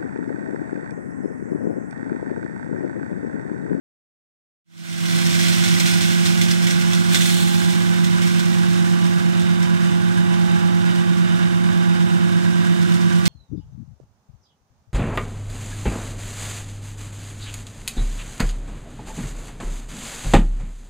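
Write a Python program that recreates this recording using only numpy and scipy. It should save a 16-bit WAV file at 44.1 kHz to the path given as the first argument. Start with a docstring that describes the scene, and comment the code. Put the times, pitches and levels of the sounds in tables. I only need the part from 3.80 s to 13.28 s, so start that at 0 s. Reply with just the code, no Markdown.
"""A tractor drives a flail shredder slowly through an orchard towards the listener.
From 0.8 s it fades in: the rotor drones over the diesel and the whining gearbox, the steel hood roars
with churned air and rattles, and prunings are chopped into a thick spray of chips.
From 1.6 s single branches crack under the flails; at 3.3 s a thick limb is caught and ground away.
The spray then thins and cracks grow rare, until two more branches break after 9 s."""
import sys
import numpy as np
from scipy import signal
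from scipy.fft import rfft, irfft, next_fast_len
from scipy.io import wavfile

SR = 44100
rng = np.random.default_rng(int(sys.argv[2]) if len(sys.argv) > 2 else 0)


def generate_wav(signal):
    """Clip the signal to [-1, 1] and save it as 16-bit WAV at the path in sys.argv[1]."""
    frames = np.transpose(np.atleast_2d(signal))
    scaled = np.clip(frames, -1, 1) * 32767
    pcm = np.round(scaled).astype(np.int16)
    wavfile.write(sys.argv[1], SR, pcm)


N = 418068
TIME_S = np.arange(N) / SR
FFT_SIZE = next_fast_len(N)
FREQ_HZ = np.maximum(np.arange(FFT_SIZE // 2 + 1) * SR / FFT_SIZE, 1)

# Levels are relative within each table.
# lines of rotor, diesel and gearbox: (multiple of the part's rate, level [dB])
ROTOR_LINES = [(1, -48), (2, -36.5), (3, -42), (4, -14), (5, -28.5), (6, -41.5), (7, -40.5), (8, -26),
               (9, -54), (11, -48), (12, -43.5), (13, -46.5), (16, -39.5), (18, -50.5), (23, -54),
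               (25, -60), (26, -47), (28, -70), (29, -55), (30, -46.5), (32, -46), (33, -41), (34, -49.5),
               (35, -47), (36, -45.5), (37, -49), (38, -42)]
DIESEL_LINES = [(1, -32.5), (1.5, -37), (2, -56), (2.5, -78), (3, -62), (7.75, -49)]
GEAR_LINES = [(1, -45.5), (2, -37), (3, -25.5), (6, -38), (9, -50), (12, -43.5), (14, -48), (18, -42),
              (21, -41), (24, -46)]
# gear whine and chip spray: (time [s], level [dB])
WHINE_CURVE = [(1.55, -55), (2.12, -51), (3.47, -51), (3.71, -43.5), (4.55, -58), (4.73, -48.5), (5.9, -52),
               (6.76, -42), (7.49, -52), (8.15, -46), (9.19, -59), (9.48, -49)]
FEED_CURVE = [(1.45, -33.5), (1.87, -32), (3.2, -38.5), (3.47, -36), (4.25, -42), (4.58, -40),
              (5.71, -46.5), (8.33, -48), (9.42, -43.5)]
# spectra of rotor air, hood roar, chips, bursting wood and ground limb: (frequency [Hz], level [dB])
RUMBLE_SPECTRUM = [(25, -24), (45, -20), (65, 7), (90, 9), (130, 10.5), (200, 14.5), (250, 6.5), (335, 5),
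                   (410, -11.5), (520, -40)]
ROAR_SPECTRUM = [(350, -15), (500, -7.5), (700, -3.5), (900, -2), (1100, 1.5), (1300, -2.5), (1900, -0.5),
                 (2400, -5.5), (3100, -6), (4200, -13.5), (5700, -22.5), (8700, -32), (11000, -42),
                 (15000, -41)]
CHIP_SPECTRUM = [(400, -8), (1000, -13.5), (1500, -3.5), (2300, 3), (3000, 0), (4300, -4), (5700, -4.5),
                 (7000, -10.5), (8700, -15.5), (11000, -16.5), (12500, -10.5), (16000, -18)]
SNAP_SPECTRUM = [(400, -5), (1000, -7.5), (2200, 4.5), (4300, -1), (5700, -1.5), (8700, -12),
                 (11000, -14.5), (12500, -9), (16000, -15)]
GRIND_SPECTRUM = [(500, -27), (1500, -3), (3400, 0), (5000, -12), (7000, -8.5), (9000, -14), (12500, -10.5),
                  (16000, -12)]
# peaks and dips of steel hood, wood impacts and ringing flails: (frequency [Hz], width [Hz], gain [dB])
HOOD_PEAKS = [(1000, 34, 3), (1517, 120, 6), (1597, 91, 4.5), (2930, 320, 4.5), (3360, 230, -9),
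              (3700, 510, 11), (4280, 350, -20), (4820, 280, 11.5), (5220, 280, -17), (5440, 150, 6)]
IMPACT_PEAKS = [(1496, 150, 10), (2060, 300, 4.5), (3450, 570, 5.5), (4245, 430, 4.5), (4730, 340, 0),
                (5160, 110, 5), (5810, 250, 3.5), (6120, 190, -5), (8360, 250, 3)]
FLAIL_PEAKS = [(3450, 200, 4), (3640, 380, 7), (4270, 440, 10)]
# hood panel modes: (frequency [Hz], width [Hz], level [dB])
PANEL_MODES = [(1465, 39, -44), (1610, 48, -42.5), (2940, 110, -58.5), (3620, 100, -53.5)]
# breaking branches: (time [s], level [dB], decay [s], ring [Hz])
BRANCH_BREAKS = [(1.629, -31, 0.081, 3360), (1.838, -29, 0.037, 3630), (1.999, -21.5, 0.014, 2220),
                 (2.058, -25.5, 0.05, 2620), (2.209, -29.5, 0.078, 3600), (2.455, -30, 0.018, 3400),
                 (2.613, -24.5, 0.03, 3500), (2.711, -29, .022, 5150), (2.869, -31, 0.043, 2110),
                 (2.908, -31.5, .015, 5200), (3.133, -26, 0.011, 3430), (3.346, -20.5, .028, 3500),
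                 (3.408, -29.5, 0.056, 3500), (4.244, -33.5, 0.029, 3570), (4.418, -33.5, 0.077, 2200),
                 (4.595, -31.5, 0.013, 4320), (4.931, -35, .019, 3600), (5.595, -37.5, .025, 3600),
                 (5.828, -37.5, 0.016, 5600), (9.14, -36, 0.029, 3700), (9.455, -27.5, .11, 4450)]
# left microphone port against right: (frequency [Hz], level [dB], coherence [0-1], phase [rad])
LEFT_PORT = [(60, -2, 0.97, 3.04), (156, -3.5, 1, 2.895), (324, -8.5, 0.96, 3.12), (635, -3, 0.87, 3.82),
             (1120, -5.5, 0.77, 3.52), (1580, -6.5, 0.74, 3.69), (2470, -8, 0.8, 4.16), (3260, -15, 1, 5.2),
             (3460, -9.5, 0.57, 5.26), (5100, -3, 0.46, 4.68), (5840, 4, 0.28, 8.1),
             (8820, 11.5, 0.07, 1.6), (10400, 4.5, 0.15, 9.9), (11500, -16, 0, 3.64)]


def from_db(db):
    """Decibels to gain."""
    return 10 ** (np.asarray(db) / 20)


def unit_rms(x):
    """Scale to rms 1."""
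    return x / np.sqrt(np.mean(x ** 2) + 1e-20)


def in_time(curve, times_s=TIME_S):
    """A curve's value at the given times."""
    return np.interp(times_s, *np.transpose(curve))


def in_frequency(rows):
    """A spectrum's columns at every frequency."""
    hz, *columns = np.transpose(rows)
    return [np.interp(np.log(FREQ_HZ), np.log(hz), column) for column in columns]


def drift(rate_hz):
    """Slow random wander; rms 1."""
    hop, warm_up = 40, 2000
    pole = np.exp(-2 * np.pi * rate_hz * hop / SR)
    noise = rng.standard_normal(N // hop + warm_up + 2)
    slow = signal.lfilter([1], [1, -2 * pole, pole * pole], noise)[warm_up:]
    return np.interp(np.arange(N) / hop, np.arange(len(slow)), unit_rms(slow))


def colour(x, gain):
    """Filter by a gain per frequency."""
    return irfft(rfft(x, FFT_SIZE) * gain, FFT_SIZE)[..., :N]


def shaped(x, spectrum, peaks=()):
    """Filter by a spectrum with peaks and dips; rms 1."""
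    peaks_db = sum(db / (1 + (2 * (FREQ_HZ - hz) / width_hz) ** 2) for hz, width_hz, db in peaks)
    return unit_rms(colour(x, from_db(in_frequency(spectrum)[0] + peaks_db)))


def resonate(x, hz, width_hz):
    """One resonance; rms 1."""
    radius = np.exp(-np.pi * width_hz / SR)
    feedback = [1, -2 * radius * np.cos(2 * np.pi * hz / SR), radius * radius]
    return unit_rms(signal.lfilter([1, 0, -1], feedback, x))


def knocks(per_s, decay_s, power_share):
    """Gain envelope: a steady floor plus random decaying blows."""
    blows = (rng.random(N) < per_s / SR) * rng.uniform(0.087, 1, N)
    power = signal.lfilter([1], [1, -np.exp(-1 / (decay_s * SR))], blows + 1e-18)
    return np.sqrt(1 + power_share * power / power.mean())


def splinters(per_s, spread_db):
    """Dense tiny snaps; rms 1."""
    hits = rng.random((2, N)) < per_s / SR
    sizes = from_db(spread_db * np.minimum(rng.exponential(1, N), 4))
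    return unit_rms(hits * sizes * rng.choice([-1, 1], (2, N)))


def lines(table, turns, waver_db, scatter_hz):
    """Tones of a rotating part; higher ones take more paths among the trees and fade in and out."""
    out = np.zeros((2, N))
    for multiple, db in table:
        angle = 2 * np.pi * (multiple * turns + rng.random())
        sine, cosine = np.sin(angle), np.cos(angle)
        hz = multiple * turns[-1] / TIME_S[-1]
        scatter = hz ** 2 / (hz ** 2 + scatter_hz ** 2)
        gain = from_db(db + waver_db * drift(9.7))
        steady = np.sqrt(2 * (1 - scatter ** 2)) * sine
        fading = scatter * (drift(3.4) * sine + drift(1.8) * cosine)
        out[0] += gain * (steady + fading)
        out[1] += gain * np.sqrt(2) * cosine
    return out


def shaft_turns(working_hz, sag_hz, sag_at_s, recovery_s):
    """Turn count of the rotor as it regains speed after a heavy bite, wavering slightly."""
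    speed_hz = working_hz - sag_hz * np.exp(-(TIME_S - sag_at_s) / recovery_s)
    return np.cumsum(speed_hz + 0.019 * drift(3.8)) / SR


def rotor(turns, approach_db_per_s):
    """Flail rows pass the hood four times a turn, beating out a drone and a turbulent rumble."""
    drone = lines(ROTOR_LINES, turns, waver_db=0.26, scatter_hz=1280)
    rumble = shaped(rng.standard_normal((2, N)), RUMBLE_SPECTRUM)
    return from_db(approach_db_per_s * TIME_S - 1.8) * drone + from_db(-26.5) * rumble


def diesel(turns, firing_ratio):
    """Firing tones, locked to the rotor by the drive."""
    return lines(DIESEL_LINES, firing_ratio * turns, waver_db=0.8, scatter_hz=1100)


def gearbox(turns, gear_ratio, teeth, approach_db_per_s):
    """Gear tones; one tooth mesh whines above the rest."""
    gears = lines(GEAR_LINES, gear_ratio * turns, waver_db=1.7, scatter_hz=1030)
    mesh_angle = 2 * np.pi * teeth * gear_ratio * turns
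    whine = from_db(in_time(WHINE_CURVE) + 14) * np.array([np.sin(mesh_angle), np.cos(mesh_angle)])
    return from_db(approach_db_per_s * TIME_S - 5) * gears + whine


def hood_roar(turns, approach_db_per_s):
    """Air and litter churn in the hood, pulsing each turn while the loose flails clatter."""
    clatter = knocks(per_s=59, decay_s=0.017, power_share=0.75)
    pulse = 1 + 0.056 * np.cos(2 * np.pi * turns)
    churn = rng.standard_normal((2, N)) * clatter * pulse
    return from_db(approach_db_per_s * TIME_S - 30.5) * shaped(churn, ROAR_SPECTRUM, HOOD_PEAKS)


def panel_rattle(turns, belt_ratio):
    """Hood panels shake with each rotor turn and each lap of the drive belt."""
    rotor_shake = 1 + 0.35 * np.cos(2 * np.pi * turns)
    belt_shake = 1 + 0.25 * np.cos(2 * np.pi * belt_ratio * turns)
    blows = splinters(per_s=4000, spread_db=1.5) * rotor_shake * belt_shake * from_db(5.8 * drift(19))
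    return sum(from_db(db) * resonate(blows, hz, width_hz) for hz, width_hz, db in PANEL_MODES)


def chip_spray(turns):
    """Twigs are chopped in clumps; the chips pelt the hood."""
    clumps = knocks(per_s=82, decay_s=0.0083, power_share=0.61)
    row_pulse = 1 + 0.048 * np.sin(2 * np.pi * 4 * turns)
    chips = splinters(per_s=12000, spread_db=-1.5) * clumps * row_pulse
    return from_db(in_time(FEED_CURVE) + 9) * shaped(chips, CHIP_SPECTRUM, IMPACT_PEAKS)


def twig_breaks(per_s, decay_s, low_hz, high_hz):
    """Thin twigs snap at random, as loud as the feed is thick; rows as in BRANCH_BREAKS."""
    gaps, pitches = rng.random((2, 120))
    times_s = np.cumsum(2 * gaps) / per_s
    levels_db = in_time(FEED_CURVE, times_s) + 2.5
    rings_hz = low_hz + (high_hz - low_hz) * pitches
    last_s = TIME_S[-SR // 10]
    return [(s, db, decay_s, hz) for s, db, hz in zip(times_s, levels_db, rings_hz) if s < last_s]


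def wood_cracks(turns, breaks, chop_depth, ring_share):
    """Each twig or branch bursts, rings at its own pitch and is chopped by the following flail rows."""
    bursts = shaped(splinters(per_s=14000, spread_db=3.0), SNAP_SPECTRUM, IMPACT_PEAKS)
    out = np.zeros((2, N))
    for start_s, db, decay_s, ring_hz in breaks:
        start = int(start_s * SR)
        span = slice(start, start + SR // 2)
        rows_passed = 4 * (turns[span] - turns[start])
        force = np.exp(-(TIME_S[span] - start_s) / decay_s - chop_depth * (rows_passed % 1))
        ring = resonate(bursts[:, span], ring_hz, width_hz=260)
        out[:, span] += from_db(db) * force * (bursts[:, span] + ring_share * ring)
    return from_db(7.5) * out


def limb_grinding(start_s, attack_s, hold_s, release_db_per_s):
    """Rapid blows on a thick limb keep the steel flails ringing until it is used up."""
    blows = splinters(per_s=13000, spread_db=0) * knocks(per_s=150, decay_s=0.0056, power_share=1.5)
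    age_s = TIME_S - start_s
    caught = np.clip(age_s / attack_s, 0, 1)
    worn_db = release_db_per_s * np.maximum(age_s - attack_s - hold_s, 0)
    return caught * from_db(-25.5 - worn_db) * shaped(blows, GRIND_SPECTRUM, FLAIL_PEAKS)


def orchard(x, t60_s, wet_db):
    """Trunks scatter a short, thin tail."""
    tail = unit_rms(rng.standard_normal((2, N)) * from_db(-60 * TIME_S / t60_s)) / np.sqrt(N)
    return x + from_db(wet_db) * signal.fftconvolve(x, tail[:, :SR // 2], axes=1)[:, :N]


def microphone(direct, diffuse):
    """Two ports hear the bass in opposite phase and the treble ever less alike."""
    level_db, coherence, phase_rad = in_frequency(LEFT_PORT)
    coherence = np.clip(coherence, 0, 1)
    left = colour(direct, from_db(level_db) * coherence * np.exp(1j * phase_rad))
    left += colour(diffuse, from_db(level_db) * np.sqrt(1 - coherence ** 2))
    return np.array([left, direct])


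def scene():
    """One shaft paces the machine; every source gives a direct and a diffuse part."""
    turns = shaft_turns(working_hz=43.74, sag_hz=1.42, sag_at_s=1.0, recovery_s=0.72)
    machine = rotor(turns, approach_db_per_s=0.1175)
    machine += diesel(turns, firing_ratio=57 / 25)
    machine += gearbox(turns, gear_ratio=19 / 15, teeth=15, approach_db_per_s=0.63)
    machine += hood_roar(turns, approach_db_per_s=0.15)
    machine += panel_rattle(turns, belt_ratio=2 / 5)
    wood = chip_spray(turns)
    twigs = twig_breaks(per_s=6, decay_s=0.013, low_hz=3270, high_hz=5960)
    wood += wood_cracks(turns, twigs + list(BRANCH_BREAKS), chop_depth=0.51, ring_share=0.29)
    wood += limb_grinding(start_s=3.315, attack_s=0.015, hold_s=0.19, release_db_per_s=26)
    direct, diffuse = machine + orchard(wood, t60_s=0.24, wet_db=-13)
    return microphone(direct, diffuse)


def record(dry):
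    """Fade-in and steep low-pass."""
    fade_start_s, fade_end_s, cutoff_hz = 0.84, 1.384, 15900
    fade = np.clip((TIME_S - fade_start_s) / (fade_end_s - fade_start_s), 0, 1) ** 2
    low_pass = signal.ellip(12, 0.1, 90, cutoff_hz, fs=SR, output="sos")
    return signal.sosfilt(low_pass, dry * fade)


dry = scene()
out = record(dry)
generate_wav(out)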